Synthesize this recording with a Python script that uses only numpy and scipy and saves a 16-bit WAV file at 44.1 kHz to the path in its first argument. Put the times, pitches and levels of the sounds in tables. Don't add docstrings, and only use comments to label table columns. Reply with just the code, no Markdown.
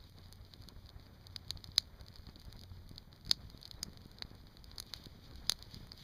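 import sys
import numpy as np
from scipy.fft import rfft, irfft, next_fast_len
from scipy.io import wavfile
from scipy.ndimage import uniform_filter1d, map_coordinates

SR = 44100
rng = np.random.default_rng(int(sys.argv[2]) if len(sys.argv) > 2 else 0)


def output_pcm(signal):
    pcm = np.clip(np.atleast_2d(signal).T, -1, 1) * 32767
    wavfile.write(sys.argv[1], SR, np.round(pcm).astype(np.int16))


N = 265923

# t/s, f/Hz, rms level/dB (both waver about these values)
HUM_TRACK = [(0, 90.75, -62), (1, 92, -67.5), (1.5, 93, -63.5), (2.3, 92.2, -67.5), (2.7, 91.4, -58),
             (3.1, 90.2, -69.5), (3.5, 89.9, -76), (6.03, 89.6, -73)]
# t of the top/s, top f/Hz, drop at both ends/Hz, length/s, peak level/dB
BIRD_CHIPS = [(0.039, 3990, 900, 0.032, -62), (.255, 3950, 800, 0.025, -68), (3.543, 3760, 300, 0.025, -64),
              (3.77, 3950, 300, 0.022, -63), (4.883, 3850, 304, 0.024, -68)]
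# t/s, rms level/dB
HISS_LEVEL = [(0, -68.5), (1.0, -70), (1.68, -70), (2.2, -70.5), (2.48, -68), (3.1, -72), (3.7, -68),
              (4.1, -70), (4.8, -67.5), (4.98, -59), (5.1, -67), (5.3, -64.5), (5.55, -63.5), (5.65, -64.5),
              (5.8, -58.5), (5.9, -66), (6.03, -56)]
# f/Hz, relative level/dB
HISS_SPECTRUM = [(500, -55), (1200, -18), (2000, -10.5), (2800, -10.5), (3600, -2.5), (4800, -2.5),
                 (5300, -3), (6200, -6), (7500, -14), (9500, -26)]
# f/Hz, relative level/dB
FIZZ_SPECTRUM = [(5000, -30), (7000, -6.5), (9500, -7.5), (12500, -6), (15000, -5.5), (15250, -13),
                 (15400, -53)]
# f/Hz, relative level/dB
ROAR_SPECTRUM = [(150, -9.5), (400, -2.5), (1000, -6), (2200, -12.5), (3200, -26.5), (4500, -38)]
# t/s, gain/dB
FLUTTER_LEVEL = [(0, -56.5), (.25, -55.5), (.55, -57.5), (.65, -52.5), (.92, -55), (1.3, -55.5), (1.8, -55),
                 (2.7, -54.5), (3.0, -55), (3.2, -57.5), (3.29, -52), (3.65, -55.5), (3.9, -52.5),
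                 (4.2, -56), (4.4, -55.5), (4.75, -54), (5.0, -53.5), (5.6, -53), (5.74, -51),
                 (5.89, -53.5), (6.03, -52)]
# f/Hz, relative level/dB
RUMBLE_SPECTRUM = [(8.8, -41), (15, 4), (38, -1.5), (91, -2.5), (238, -12), (324, -20), (700, -32.5),
                   (910, -61), (1540, -120)]
# t/s, peak level before the high-pass/dB, width at half height/ms
STRONG_PUFFS = [(.01, -40.5, 7.8), (0.409, -43, 5.3), (.7647, -38.5, 3.2), (0.86, -39, 7.3),
                (.964, -36, 4.6), (1.3009, -44, 4.2), (1.5582, -39, 4.5), (1.571, -42, 3.2),
                (1.6899, -36.5, 2.4), (1.9427, -40, 4.5), (2.0135, -36.5, 4.8), (2.105, -43, 2.7),
                (2.197, -37.5, 7.1), (2.2733, -39, 4), (2.2906, -38.5, 1.8), (2.3632, -42.5, 1.5),
                (2.4668, -35.5, 12), (2.4843, -37.5, 2.7), (2.5577, -44, 3.4), (2.589, -42, 2.5),
                (2.717, -38, 4.2), (2.7738, -44, 3.5), (2.8652, -41, 3.1), (2.914, -37, 2.1),
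                (3.2731, -37.5, 3.2), (3.294, -35, 1.9), (3.333, -41, 2.6), (3.4389, -40, 2.1),
                (3.453, -40, 3.5), (3.5477, -37, 1.9), (3.747, -38.5, 4), (3.8034, -43.5, 2.1),
                (3.8285, -39.5, 3.2), (3.8677, -41, 1.6), (3.886, -37.5, 1.8), (4.0598, -38, 1.76),
                (4.251, -39, 2.7), (4.315, -40.5, 1.4), (4.8244, -41, 6.5), (5.068, -35.5, 1.65),
                (5.356, -40.5, 7.3), (5.742, -38, 2.5), (5.7693, -37.5, 2.2)]
# t/s, snap energy level/dB, snap f/Hz, body
# level re snap/dB, brightness re snap/dB
PLACED_POPS = [(.0398, -37.5, 4120, -21, -7), (.0967, -41, 4270, -14, 3.5), (.1855, -33, 3900, -31, -8),
               (.2161, -44, 4490, -12, -8), (.2586, -38, 4400, -12, -13), (.2846, -42, 4310, -12, -2),
               (.3257, -28, 4300, -11, 4), (.3334, -36, 4420, -18, -13), (.3577, -44, 4210, -10, 5),
               (.4498, -36.5, 4200, -11, -11), (.5375, -23.5, 4000, -12.5, -12), (.5669, -46, 4560, -12, 2.5),
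               (.6211, -35.3, 4420, -9, -1), (.637, -33, 4390, -15, -8), (.687, -25, 4000, -14.5, -2.5),
               (.8596, -35, 4480, -20, -12), (.8684, -37, 4300, -17, -8), (.8917, -28.5, 4200, -17, -11),
               (.9008, -35, 4120, -14, -11), (.9976, -37, 4000, -7, -17), (1.0666, -40.5, 4300, -1, -24),
               (1.269, -25.5, 4230, -27, -5), (1.362, -13, 4500, -15, -10.5), (1.481, -33, 4300, -24, -8),
               (1.4947, -33.7, 4540, -14, -15), (1.5062, -9.5, 4150, -16, -5), (1.5108, -39, 3800, 1, -7),
               (1.5733, -26.5, 4200, -12.5, -34), (1.6423, -19, 4340, -16.5, -8.5),
               (1.6744, -32.5, 4506, -18, -6), (1.718, -30.5, 4360, -23, -28), (1.761, -31, 4170, -16, -3),
               (1.781, 3.5, 4360, -16.5, -8), (2.0106, -32, 4360, -26, -2.5), (2.0644, -35, 4030, -13, -5),
               (2.084, -26, 4400, -15, -8.5), (2.1405, -37, 4550, -16, -2), (2.1582, -25.5, 4730, -15, -11),
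               (2.1656, -35, 4190, -20, -12), (2.1855, -36, 4360, -15, -4), (2.2684, -29.5, 4070, -15, -16),
               (2.2886, -40, 4230, 2.2, -11), (2.2958, -36.5, 4320, -4, -12), (2.3585, -30, 4430, -21, -14),
               (2.3982, -33, 4460, -22.6, -1), (2.4161, -34, 4060, -9, -3), (2.4224, -40, 4370, -5, -7),
               (2.4511, -36, 4420, -11, 1), (2.5267, -28.5, 4030, -12, -1.5), (2.5657, -37, 4190, -14, -5),
               (2.5924, -29.5, 4480, -19, -8), (2.6131, -28.5, 4550, -17, -5), (2.6362, -27, 4150, -15, -5.5),
               (2.8921, -35, 4224, -20, 3.5), (2.9147, -37, 4200, -17, -8), (2.9595, -35, 4340, -18, -5),
               (2.9807, -19, 4370, -18.5, -14), (3.1288, -31.1, 4070, -11, -14),
               (3.1622, -36.5, 4400, -15, -7), (3.2111, -37.5, 4550, -14, -8), (3.25, -33, 4220, -17, -6),
               (3.2641, -28, 4660, -12, -6), (3.2754, -32, 4530, -19, -6), (3.2953, -18.5, 4710, -17, -9),
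               (3.313, 5, 4460, -17.5, -12), (3.3374, -31, 4260, -20, -8), (3.5006, -30.5, 4300, -11, -4),
               (3.5757, -32, 4560, -15, -7), (3.6144, -36.5, 3890, -19, 5), (3.6292, -24.5, 4390, -20, -14),
               (3.6542, -20.5, 4300, -19, -11), (3.659, -32, 4150, -21, -11), (3.6775, -28, 4590, -16, -4),
               (3.7123, -18.5, 4340, -18, -9), (3.7398, -36.5, 4280, -16, -6), (3.8308, -3, 5230, -22, -7),
               (3.9327, -37.5, 4430, -5, -3), (3.9734, -30, 3670, -8.5, -8), (4.0169, -37, 4540, -7, -6),
               (4.0539, -39, 4160, -19, -3), (4.067, -48, 4610, -10, 9), (4.115, -34, 4150, -18, -1),
               (4.1855, -28, 4360, -17, -12), (4.2227, -12, 4190, -7.5, -16), (4.3045, -37, 4730, -8, -23),
               (4.3511, -38.5, 4630, -18, 1), (4.4698, -36.5, 3820, -5, -12), (4.5703, -30, 4300, -10, -9),
               (4.6427, -26.5, 4610, -23, -3.5), (4.7151, -27.5, 4050, -9, -32), (4.7596, -35, 4330, -15, -3),
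               (4.7829, -15, 4300, -15.5, -8), (4.7885, -35, 4440, -4, -7), (4.8007, -14.5, 4400, -13, 2.5),
               (4.8263, -28, 4160, -14, -5), (4.866, -38, 4330, -11, 0), (4.937, -12.5, 4240, -13.5, -7.5),
               (4.9633, -39, 4080, -3, 6), (5.0393, -33, 4130, -19, -1), (5.0586, -23.5, 4370, -19, -6),
               (5.3111, -34.5, 4210, -6, -10), (5.3357, -35.5, 4440, -15, -30),
               (5.3568, -31.4, 4450, -16, -2.5), (5.4702, -29.5, 4680, -20, -9), (5.496, 1, 4050, -14, -3),
               (5.5204, -9.7, 4290, -13.5, -1), (5.5302, -33, 4020, -16, -5), (5.5905, -32.5, 4410, -13, -6),
               (5.6254, -21.5, 4360, -20, -7), (5.7112, -37, 4590, -5, -4), (5.7443, -21.5, 4550, -16.5, -7),
               (5.8707, -43, 4140, 3, 6.5), (5.9189, -19, 4530, -15, -18), (5.931, -36, 4540, -9, -3),
               (5.9769, -32, 4100, -22, -3)]
FAINT_MIN = [0, -52.5, 3895, -17, -21]
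FAINT_MAX = [6.5, -41, 4796, -3.5, -7]
# first f/Hz, width/Hz, second f/Hz, width/Hz,
# level re snap at zero brightness and 0 dB snap/dB, slope with brightness/(dB/dB), slope with snap energy/(dB/dB)
BRIGHT_BANDS = [(6190, 620, 6700, 1740, 3, 0.67, 0.1), (9480, 1550, 9400, 1900, -0.2, 1.13, .01),
                (12570, 1100, 14200, 2900, -7.5, 0.9, -.12)]
# f/Hz, rms level before the path filters/dB
PATH_WHINES = [(6054, -82.5), (13965, -82), (14566, -82)]
# f/Hz, width/Hz
PATH_NOTCHES = [(2715, 480), (5510, 390), (7880, 1720), (10930, 550)]

FIZZ_STEADY_DB, FIZZ_UNDER_HISS_DB = -72, -6.5
FAINT_RATE = 42
BODY_HZ, BODY_HZ_PER_DB = 2050, 11.5
THUMP_HZ, THUMP_DB = 450, -9
STEP_HZ, TOP_HZ = 5010, 16550


def amp(db):
    return 10 ** (np.asarray(db) / 20)


def unit(x):
    return x / np.sqrt(np.mean(x ** 2) + 1e-20)


def curves(rows):
    s, *columns = np.transpose(rows)
    return [np.interp(np.arange(N) / SR, s, column) for column in columns]


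def wobble(rate):
    knots = rng.standard_normal(int(N * rate / SR) + 4)
    return map_coordinates(knots, [np.arange(N) * rate / SR])


def filtered(x, response):
    size = next_fast_len(N + SR // 2)
    spectrum = rfft(x, size) * response(np.fft.rfftfreq(size, 1 / SR))
    return irfft(spectrum, size)[..., :N]


def noise(points):
    f, db = np.transpose(points)

    def colour(hz):
        return amp(np.interp(np.log(hz + 1), np.log(f + 1), db, -120, -120))

    return unit(filtered(rng.standard_normal(N), colour))


def resonance(f, centre_hz, width_hz):
    damping = 1j * f * width_hz
    return damping / (centre_hz ** 2 - f * f + damping)


def placed(times, shapes):
    starts = np.round(np.asarray(times) * SR).astype(int)
    at = starts[:, None] + np.arange(shapes.shape[1])
    return np.bincount(at.ravel(), shapes.ravel(), N + SR)[:N]


def hum():
    hz, db = curves(HUM_TRACK)
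    phase = 2 * np.pi * np.cumsum(hz + 2.24 * wobble(6)) / SR
    return amp(db + 2.3 * wobble(4.72)) * np.sqrt(2) * np.sin(phase)


def bird():
    s, top_hz, drop_hz, length, db = np.transpose(BIRD_CHIPS)[:, :, None]
    t = np.arange(SR // 20) / SR
    u = np.clip(2 * t / length - 1, -1, 1)
    arch_hz = top_hz - drop_hz * u * u
    phase = 2 * np.pi * np.cumsum(arch_hz, axis=1) / SR
    chips = amp(db) * (1 - u * u) * np.sin(phase)
    return placed((s - length / 2)[:, 0], chips)


def gas():
    hiss_db, = curves(HISS_LEVEL)
    flutter_db, = curves(FLUTTER_LEVEL)
    sputter = wobble(28)
    hiss = amp(hiss_db + 1.9 * sputter + 1.5 * wobble(150)) * noise(HISS_SPECTRUM)
    fizz_gain = np.hypot(amp(FIZZ_STEADY_DB), amp(hiss_db + FIZZ_UNDER_HISS_DB))
    fizz = fizz_gain * amp(0.56 * sputter) * noise(FIZZ_SPECTRUM)
    swell_db = flutter_db - flutter_db.mean()
    roar_db = -69.5 + 0.64 * swell_db + 2.4 * wobble(30)
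    return hiss + fizz + amp(roar_db) * noise(ROAR_SPECTRUM)


def puffs(times, peak_db, width_ms):
    t = np.arange(-600, 600) / SR
    half_widths = np.abs(2000 * t / width_ms[:, None])
    humps = placed(times, amp(peak_db)[:, None] * .5 ** (half_widths ** 1.71))

    def drain(f):
        advance = np.exp(-2j * np.pi * f * t[0])
        return f * f / (f * f + 28 ** 2) * advance

    return filtered(humps, drain)


def flame():
    level_db, = curves(FLUTTER_LEVEL)
    when, width, size = rng.random((int(60 * N / SR), 3)).T
    lumps = unit(puffs(when * N / SR, 9 * size, 1.0 + 4.7 * width))
    rumble = amp(-4.5 + 1.6 * wobble(14)) * noise(RUMBLE_SPECTRUM)
    bed = amp(-6.0) * lumps + rumble
    strong = puffs(*np.transpose(STRONG_PUFFS))
    pressure = amp(level_db + 0.91 * wobble(7)) * bed + strong
    roar = amp(-20.0) * np.clip(pressure, 0, None) * noise(ROAR_SPECTRUM)
    return pressure + roar


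def pops():
    faint = rng.uniform(FAINT_MIN, FAINT_MAX, size=(FAINT_RATE * N // SR, len(FAINT_MIN)))
    s, db, snap_hz, body_db, bright_db = np.vstack([PLACED_POPS, faint]).T[:, :, None]
    t = np.arange(4096) / SR
    grain = rng.standard_normal((len(s), len(t)))

    tear = grain * 0.16 * amp(-60 * t / .0015)
    tear[:, 0] = np.sign(grain[:, 0])
    spit_db = 4 * unit(uniform_filter1d(rng.standard_normal(grain.shape), size=130))
    rattle = amp(-31 - 60 * t / 0.015)
    vent = amp(-52 - 60 * t / 0.15 + spit_db)
    after = grain * (rattle + vent)

    f = np.fft.rfftfreq(len(t), 1 / SR)
    snap = resonance(f, 1.064 * snap_hz, 2000) * resonance(f, snap_hz, 2300) ** 2
    body = resonance(f, BODY_HZ + BODY_HZ_PER_DB * db, 2800) * resonance(f, 610, 5030)
    thump = resonance(f, THUMP_HZ, 710)[None]
    bands = [(snap, 0), (body, body_db), (thump, body_db + THUMP_DB)]
    for a_hz, a_width, b_hz, b_width, base_db, bright_slope, size_slope in BRIGHT_BANDS:
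        pair = resonance(f, a_hz, a_width) * resonance(f, b_hz, b_width)
        bands.append((pair, base_db + bright_slope * bright_db + size_slope * db))

    tear, after, burst = rfft(tear), rfft(after), 0
    for band, share_db in bands:
        crack = tear * band / np.linalg.norm(irfft(tear * band), axis=-1, keepdims=True)
        tail = after * band / np.linalg.norm(irfft(band), axis=-1, keepdims=True)
        burst = burst + (crack + tail) * amp(db + share_db)
    return placed(s[:, 0], irfft(burst))


def scene():
    return (hum() + bird() + gas() + flame() + pops())[None]


def whines():
    t = np.arange(N) / SR
    total = np.zeros(N)
    for hz, db in PATH_WHINES:
        tone = np.sin(2 * np.pi * (hz * t + 0.08 * wobble(14)))
        total += amp(db + 1.1 * wobble(1.57)) * np.sqrt(2) * tone
    return total


def record(dry):
    def path(f):
        notches = np.prod([1 - resonance(f, hz, width_hz) for hz, width_hz in PATH_NOTCHES], axis=0)
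        step = amp(-9 / (1 + np.exp(np.clip((STEP_HZ - f) / 7, -50, 50))))
        roll = amp(-25 * np.clip((f - 15000) / 1500, 0, 2) ** 2)
        return notches * step * roll * (f < TOP_HZ)

    return filtered(dry + whines(), path)


dry = scene()
out = record(dry)
output_pcm(out)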